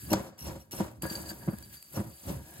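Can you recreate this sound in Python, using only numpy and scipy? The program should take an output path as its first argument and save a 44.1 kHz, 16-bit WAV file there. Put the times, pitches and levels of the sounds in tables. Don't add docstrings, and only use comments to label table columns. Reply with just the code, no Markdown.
import sys
import numpy as np
from scipy import signal
from scipy.fft import rfft, irfft
from scipy.io import wavfile

SR = 44100
rng = np.random.default_rng(int(sys.argv[2]) if len(sys.argv) > 2 else 0)


def generate_wav(signal):
    frames = np.transpose(np.atleast_2d(signal))
    scaled = np.clip(frames, -1, 1) * 32767
    pcm = np.round(scaled).astype(np.int16)
    wavfile.write(sys.argv[1], SR, pcm)


N = 114660
SIZE = 2 ** 17
FREQS_HZ = np.arange(SIZE // 2 + 1) * SR / SIZE
TIME_S = np.arange(N) / SR

# [f/Hz, density/dB]
AIR_SPECTRUM = [(20, -17), (80, -37), (250, -12), (1000, -6), (3000, -28), (16000, -21)]
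# [t/s, level/dB]
RUMBLE_LEVEL = [(0.0, -53), (0.03, -46), (0.15, -45), (0.35, -86), (0.4, -52.5), (0.46, -42), (0.51, -43),
                (0.66, -66.5), (0.72, -55), (0.83, -41), (0.92, -96), (0.98, -47.5), (1.04, -53),
                (1.11, -50), (1.18, -46), (1.3, -50.5), (1.32, -54), (1.38, -52), (1.49, -43.5),
                (1.61, -52), (1.77, -60.5), (1.82, -83), (1.88, -64), (1.95, -49.5), (2.01, -41),
                (2.04, -52), (2.07, -42), (2.19, -76), (2.27, -38), (2.32, -37), (2.53, -65), (2.6, -42.5)]
# [f/Hz, density/dB]
COUNTER_SPECTRUM = [(20, -43), (42, -24.5), (68, -3), (90, -10.5), (130, -10), (400, -26), (2000, -123)]
# [centre t/s, f/Hz, glide/(Hz/s), half length/s, level/dB]
LOW_TONE = (.965, 114, -130, .035, -50)
# [t/s, level/dB]
RUB_LEVEL = [(0, -52.5), (.3, -70), (.98, -87), (1.03, -43), (1.18, -43.5), (1.22, -46.5), (1.3, -62),
             (1.35, -57), (1.44, -53), (1.55, -60), (1.68, -62), (1.8, -51.5), (2.0, -65), (2.25, -58),
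             (2.6, -80)]
# [t/s, level/dB, length/s]
WALL_SCRAPES = [(.062, -44, 0.0061), (1.095, -31, 0.008), (1.155, -38, 0.0087), (1.254, -38.5, 0.016),
                (1.29, -31, 0.0062), (1.303, -31, 0.0035), (1.627, -45.5, 0.012), (1.738, -52, 0.011),
                (1.79, -54, 0.011), (1.83, -50, 0.014), (1.883, -48.5, 0.0031), (2.1, -56, 0.0072),
                (2.13, -48.5, 0.013)]
# [t/s, level/dB]
GLASS_TAPS = [(1.065, -49), (1.099, -54), (1.1533, -32.5), (1.585, -58), (1.769, -50.5)]
# [f/Hz, width/Hz, level/dB]
GLASS_MODES = [(1680, 55, -7.5), (2800, 200, -14), (4660, 103, 6.5), (4615, 450, -7), (6580, 69, -2),
               (7660, 200, -7)]
# [t/s, level/dB]
LOW_RING_LEVEL = [(0, -62.5), (1.01, -93), (1.035, -47.5), (1.17, -56), (1.22, -67), (1.315, -50),
                  (1.355, -86), (1.42, -58.5), (1.6, -66), (1.7, -72), (1.765, -64), (1.85, -97),
                  (2.6, -61)]
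# [f/Hz, width/Hz, level/dB]
LOW_RING_MODES = [(1650, 94, 0), (1660, 390, -4.5)]
# [t/s, level/dB]
SLIDE_LEVEL = [(0, -42), (.11, -41.5), (.14, -46), (.2, -46), (.28, -52.5), (.34, -72), (.374, -69),
               (.382, -44.5), (.47, -41), (.56, -52), (.615, -53), (.665, -65), (.708, -72), (.714, -38.5),
               (.775, -37.5), (.84, -45), (.96, -62.5), (1.015, -69), (1.023, -34.5), (1.08, -39.5),
               (1.12, -34.5), (1.27, -43), (1.305, -34.5), (1.325, -45), (1.56, -48.5), (1.69, -49.5),
               (1.74, -40), (1.81, -52.5), (1.89, -48.5), (1.965, -38.5), (2.06, -50.5), (2.22, -46),
               (2.295, -36.5), (2.4, -50), (2.6, -45)]
# [f/Hz, density/dB]
HISS_SPECTRUM = [(300, -14), (800, -9), (1500, -5), (2700, -4), (3500, -6), (4300, -5), (5500, -4),
                 (6500, -3), (7300, -2), (8200, 1.5), (8800, 7.5), (9500, 1), (10700, 1), (11300, 5.5),
                 (12100, 6.5), (13400, -5), (14600, 0), (16000, -4)]
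# [t/s, level/dB, length/s]
CRYSTAL_TICKS = [(.1146, -46, 0.0015), (.1185, -28.5, 0.00076), (.1312, -22.5, 0.0019), (.378, -63, 0.002),
                 (.7107, -37.5, 0.0019), (.718, -44.5, 0.013), (1.021, -34, 0.0048),
                 (1.586, -38.5, 0.00081), (1.625, -43, 0.003), (1.8265, -41, 0.0023)]
# [t/s, level/dB, length/s]
LUMP_SHEARS = [(.103, -42, 0.032), (.26, -64, 0.021), (.388, -53.5, 0.096), (.6, -63.5, 0.018),
               (.716, -49, 0.019), (.765, -51.5, .03), (1.945, -52.5, 0.024), (2.28, -60, 0.016)]
# [f/Hz, width/Hz, level/dB]
SHEAR_RESONANCES = [(2754, 350, -9.5), (4200, 120, -12), (5600, 480, 1), (8350, 550, -35.5),
                    (11380, 1200, -1.5)]
# [t/s, level/dB, contact/s]
SALT_THUDS = [(.1168, -24, 0.0014), (.1203, -25.5, 0.0011), (.1268, -25.5, 0.0014), (.1335, -22.5, 0.00034),
              (.137, -21.5, 0.00024), (.142, -41, 0.0046), (.802, -31, 0.00087), (.8062, -23, 0.00095),
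              (.812, -28, 0.0015), (1.033, -34.5, 0.00086), (1.038, -29.5, 0.0033), (1.0512, -27.5, 0.0031),
              (1.0605, -37, 0.0025), (1.112, -31.5, 0.0021), (1.4762, -35, 0.00099), (1.4803, -20, 0.0037),
              (1.486, -21, 0.004), (1.4915, -41, 0.0072), (1.5315, -31.5, 0.0029), (1.536, -37, 0.0033),
              (1.972, -26, 0.0032), (1.9815, -31, 0.0021), (1.9915, -28, 0.0037), (2.002, -25.5, 0.0023),
              (2.011, -33, 0.0014), (2.3015, -33, 0.0012), (2.3062, -35, 0.0015), (2.3115, -35, 0.0032)]
# [peak t/s, level/dB, rise/(dB/s), fall/(dB/s), grinding re push/dB]
HAND_PUSHES = [(0.134, -26.5, 414, 128, 2.5), (.205, -33, 500, 259, -2), (0.485, -34.5, 224, 157, 4),
               (0.736, -35, 1300, 306, -22), (0.808, -30.5, 302, 160, 2.5), (1.044, -30.5, 803, 232, -12),
               (1.123, -38.5, 298, 42, -29), (1.313, -42.5, 298, 250, 6), (1.492, -40.5, 447, 120, -18),
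               (1.97, -34.5, 510, 130, 1), (2.068, -43, 400, 400, -14), (2.298, -34.5, 288, 149, 3.5),
               (2.6, -52.5, 20, 150, 10.5)]
# [t/s, level/dB, length/s]
LUMP_SPLITS = [(.1312, -9.5, 0.0057), (.722, -61, 0.0066), (1.035, -50, 0.01), (2.293, -34, 0.0049)]
# [f/Hz, density/dB]
GRIND_SPECTRUM = [(30, -85), (100, -26), (450, -11), (700, 0.5), (1050, -22), (1600, -33), (2200, -11.5),
                  (4000, -13.5), (8000, -12.5), (16000, -54)]
# [f/Hz, width/Hz, level/dB]
BODY_MODES = [(124, 120, 6), (194.6, 33, 6.5), (318.2, 23.6, 9), (526.3, 34, 6), (710, 13.3, -5),
              (931, 33, 0), (1106, 15, -10.5), (1377, 117, -15)]
# [f/Hz, left lead/rad]
LEFT_LEAD = [(100, -.1), (250, .1), (345, .8), (520, -.6), (700, 0), (1000, .6), (1640, .9), (2600, 2.6),
             (3900, 2.1), (4650, 0), (5600, -3.3), (6600, -5.8), (9000, -9.4), (16000, -20)]
# [f/Hz, left minus right/dB]
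LEFT_LEAN = [(60, -1.5), (120, -2), (300, 1.5), (800, 2), (1500, 2.5), (3000, 1), (4700, 1), (8000, 0.5)]
# [f/Hz, side minus mid/dB]
STEREO_WIDTH = [(50, -19), (170, -15), (300, -4), (550, -7), (1000, -3), (2500, -4), (4700, -6),
                (8000, -15), (9000, -24), (11000, -12), (15000, -11)]

AIR_DB, RUMBLE_DB, GLASS_DB, HISS_DB, TICK_DB = -76, 0.5, -8.5, -8, -2
THUD_DB, BODY_DB, CRUNCH_DB, THUD_GRIT_DB = 1.5, -4.5, -20, -10.5
SLIPS_PER_S, RUBS_PER_S, CRUSHES_PER_S, GRAINS_PER_S = 2700, 2000, 2400, 6500
SCRAPE_RELEASE_S, SHEAR_RELEASE_S, TICK_RELEASE_S, CRUNCH_RELEASE_S = 0.0026, 0.012, 0.00011, 0.0024
TAP_CONTACT_S, BLOW_GAIN = 0.0001, np.sqrt(0.0062 * SR)
BODY_ROLLOFF_HZ, GRAIN_BAND_HZ, LOW_CUT_HZ, TOP_HZ = 1660, 3200, 66, 15900
ROOM_T60_S, ROOM_DB, NEAR_T60_S, NEAR_DB = 0.3, -21, 0.02, -16
LEFT_LAG_S = 0.000268


def undb(db):
    return 10 ** (np.asarray(db) / 20)


def unit(x):
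    return x / np.sqrt(np.mean(x ** 2))


def unit_power(response):
    return response / np.sqrt(np.mean(abs(response) ** 2))


def curve(rows):
    return undb(np.interp(TIME_S, *np.array(rows).T))


def across(rows):
    hz, value = np.array(rows, float).T
    return np.interp(np.log(FREQS_HZ + 1), np.log(hz), value)


def filtered(x, response):
    return irfft(rfft(x, SIZE) * response)[..., :N]


def colour(rows):
    cepstrum = irfft(np.log(undb(across(rows))))
    cepstrum[1:SIZE // 2] *= 2
    cepstrum[SIZE // 2 + 1:] = 0
    return unit_power(np.exp(rfft(cepstrum)))


def resonances(rows, order=1):
    h = 0
    for hz, width_hz, db in rows:
        damping = 1j * FREQS_HZ * width_hz
        h = h + undb(db) * (damping / (hz ** 2 - FREQS_HZ ** 2 + damping)) ** order
    return unit_power(h)


def grains(rate_per_s, spread_db):
    hit = rng.random(N) < rate_per_s / SR
    size_db = spread_db * np.clip(rng.standard_normal(N), -2, 2)
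    return unit(hit * rng.choice([-1, 1], N) * undb(size_db))


def flutter(rate_hz, depth_db):
    knots = rng.standard_normal(N)
    return undb(depth_db * np.interp(TIME_S * rate_hz, np.arange(N), knots))


def placed(events, shape):
    out, age_s = np.zeros(SIZE), np.arange(SR // 8) / SR
    for t_s, db, x in events:
        start = int(max(t_s, 0) * SR)
        out[start:start + len(age_s)] += undb(db) * shape(age_s, x)
    return out[:N]


def bursts(rows, release_s):
    def hold_release(age_s, length_s):
        return np.exp(-np.maximum(age_s - length_s, 0) / release_s)

    return placed(rows, hold_release)


def blows(rows):
    def pulse(age_s, contact_s):
        phase = np.pi * np.minimum(age_s / contact_s, 1)
        return 2 * np.sin(phase) ** 2 / (contact_s * SR)

    return BLOW_GAIN * placed(rows, pulse)


def air():
    return undb(AIR_DB) * filtered(rng.standard_normal((2, N)), colour(AIR_SPECTRUM))


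def echoes(x, t60_s, low_hz):
    tail = rng.standard_normal((2, N)) * np.exp(-np.log(1000) * TIME_S / t60_s)
    tail = signal.sosfilt(signal.butter(2, low_hz, "high", fs=SR, output="sos"), tail)
    tail = tail / np.sqrt(np.sum(tail ** 2, axis=1, keepdims=True))
    return filtered(x, rfft(tail, SIZE))


def rumble():
    slips = curve(RUMBLE_LEVEL) * grains(SLIPS_PER_S, spread_db=1.5)
    return undb(RUMBLE_DB) * filtered(slips, colour(COUNTER_SPECTRUM))


def groan():
    centre_s, hz, glide_hz_per_s, half_s, db = LOW_TONE
    t = TIME_S - centre_s
    tone = np.sin(2 * np.pi * (hz + glide_hz_per_s * t / 2) * t)
    return undb(db) * np.exp(-(t / half_s) ** 2 / 2) * tone


def glass():
    rub = curve(RUB_LEVEL) * grains(RUBS_PER_S, spread_db=2.5)
    catch = bursts(WALL_SCRAPES, SCRAPE_RELEASE_S) * grains(GRAINS_PER_S, spread_db=-2.5)
    drag = curve(LOW_RING_LEVEL) * grains(GRAINS_PER_S, spread_db=-2.5)
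    low = filtered(drag, resonances(LOW_RING_MODES, order=2))
    return undb(GLASS_DB) * filtered(rub + catch, resonances(GLASS_MODES, order=2)) + low


def speckle():
    out = 0
    for hz in np.arange(0, TOP_HZ + GRAIN_BAND_HZ, GRAIN_BAND_HZ):
        band = np.sqrt(np.maximum(1 - abs(FREQS_HZ - hz) / GRAIN_BAND_HZ, 0))
        collisions = grains(GRAINS_PER_S, spread_db=5) * flutter(rate_hz=120, depth_db=3)
        out = out + filtered(collisions, band)
    return unit(out)


def shear_rings():
    envelope = bursts(LUMP_SHEARS, SHEAR_RELEASE_S)
    out = 0
    for mode in SHEAR_RESONANCES:
        drive = envelope * grains(RUBS_PER_S, spread_db=8.5)
        out = out + undb(mode[2]) * filtered(drive, resonances([mode], order=2))
    return out


def loose_salt():
    slide = undb(HISS_DB) * curve(SLIDE_LEVEL) * flutter(rate_hz=120, depth_db=-0.26) * speckle()
    cracks = undb(TICK_DB) * bursts(CRYSTAL_TICKS, TICK_RELEASE_S) * rng.standard_normal(N)
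    return filtered(slide + cracks, colour(HISS_SPECTRUM)) + shear_rings()


def loaded_bowl():
    ratio = FREQS_HZ / BODY_ROLLOFF_HZ
    return unit_power(resonances(BODY_MODES) / (1 + 1.4j * ratio - ratio ** 2))


def thuds():
    taps = blows([(t_s, db, TAP_CONTACT_S) for t_s, db in GLASS_TAPS])
    knocks = filtered(blows(SALT_THUDS), loaded_bowl())
    return undb(THUD_DB) * knocks + filtered(taps, resonances(GLASS_MODES, order=2))


def crunch():
    pushes, grinds = [], []
    for peak_s, db, rise, fall, grinding_db in HAND_PUSHES:
        drop_db = np.maximum((peak_s - TIME_S) * rise, (TIME_S - peak_s) * fall)
        pushes.append(undb(db - drop_db))
        grinds.append(pushes[-1] * undb(grinding_db))
    uneven = flutter(rate_hz=70, depth_db=2)
    force = np.max(pushes, axis=0) * uneven
    force = force + undb(THUD_GRIT_DB) * bursts(SALT_THUDS, CRUNCH_RELEASE_S)
    grinding = np.max(grinds, axis=0) * uneven + bursts(LUMP_SPLITS, CRUNCH_RELEASE_S)
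    body = filtered(force * grains(SLIPS_PER_S, spread_db=-2.5), loaded_bowl())
    grind = filtered(grinding * grains(CRUSHES_PER_S, spread_db=0.5), colour(GRIND_SPECTRUM))
    return undb(BODY_DB) * body + undb(CRUNCH_DB) * grind


def salt():
    return rumble() + glass() + crunch()


def heard(centre, scatter, lead_rad):
    sides = np.array([[1], [-1]])
    pair = centre + sides * filtered(scatter, undb(across(STEREO_WIDTH)))
    balance = undb(sides * across(LEFT_LEAN) / 2)
    return filtered(pair, balance * np.exp(1j * sides * lead_rad / 2))


def scene():
    bowl, hiss = salt() + thuds() + groan(), loose_salt()
    direct = heard(bowl, salt(), across(LEFT_LEAD))
    direct = direct + heard(hiss, loose_salt(), -2 * np.pi * FREQS_HZ * LEFT_LAG_S)
    near = undb(NEAR_DB) * echoes(bowl, NEAR_T60_S, low_hz=263)
    room = undb(ROOM_DB) * echoes(bowl + hiss, ROOM_T60_S, low_hz=209)
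    return air() + room + near + direct


def record(dry):
    dry = signal.sosfilt(signal.butter(3, LOW_CUT_HZ, "high", fs=SR, output="sos"), dry)
    return signal.sosfilt(signal.ellip(10, 0.2, 80, TOP_HZ, fs=SR, output="sos"), dry)


dry = scene()
out = record(dry)
generate_wav(out)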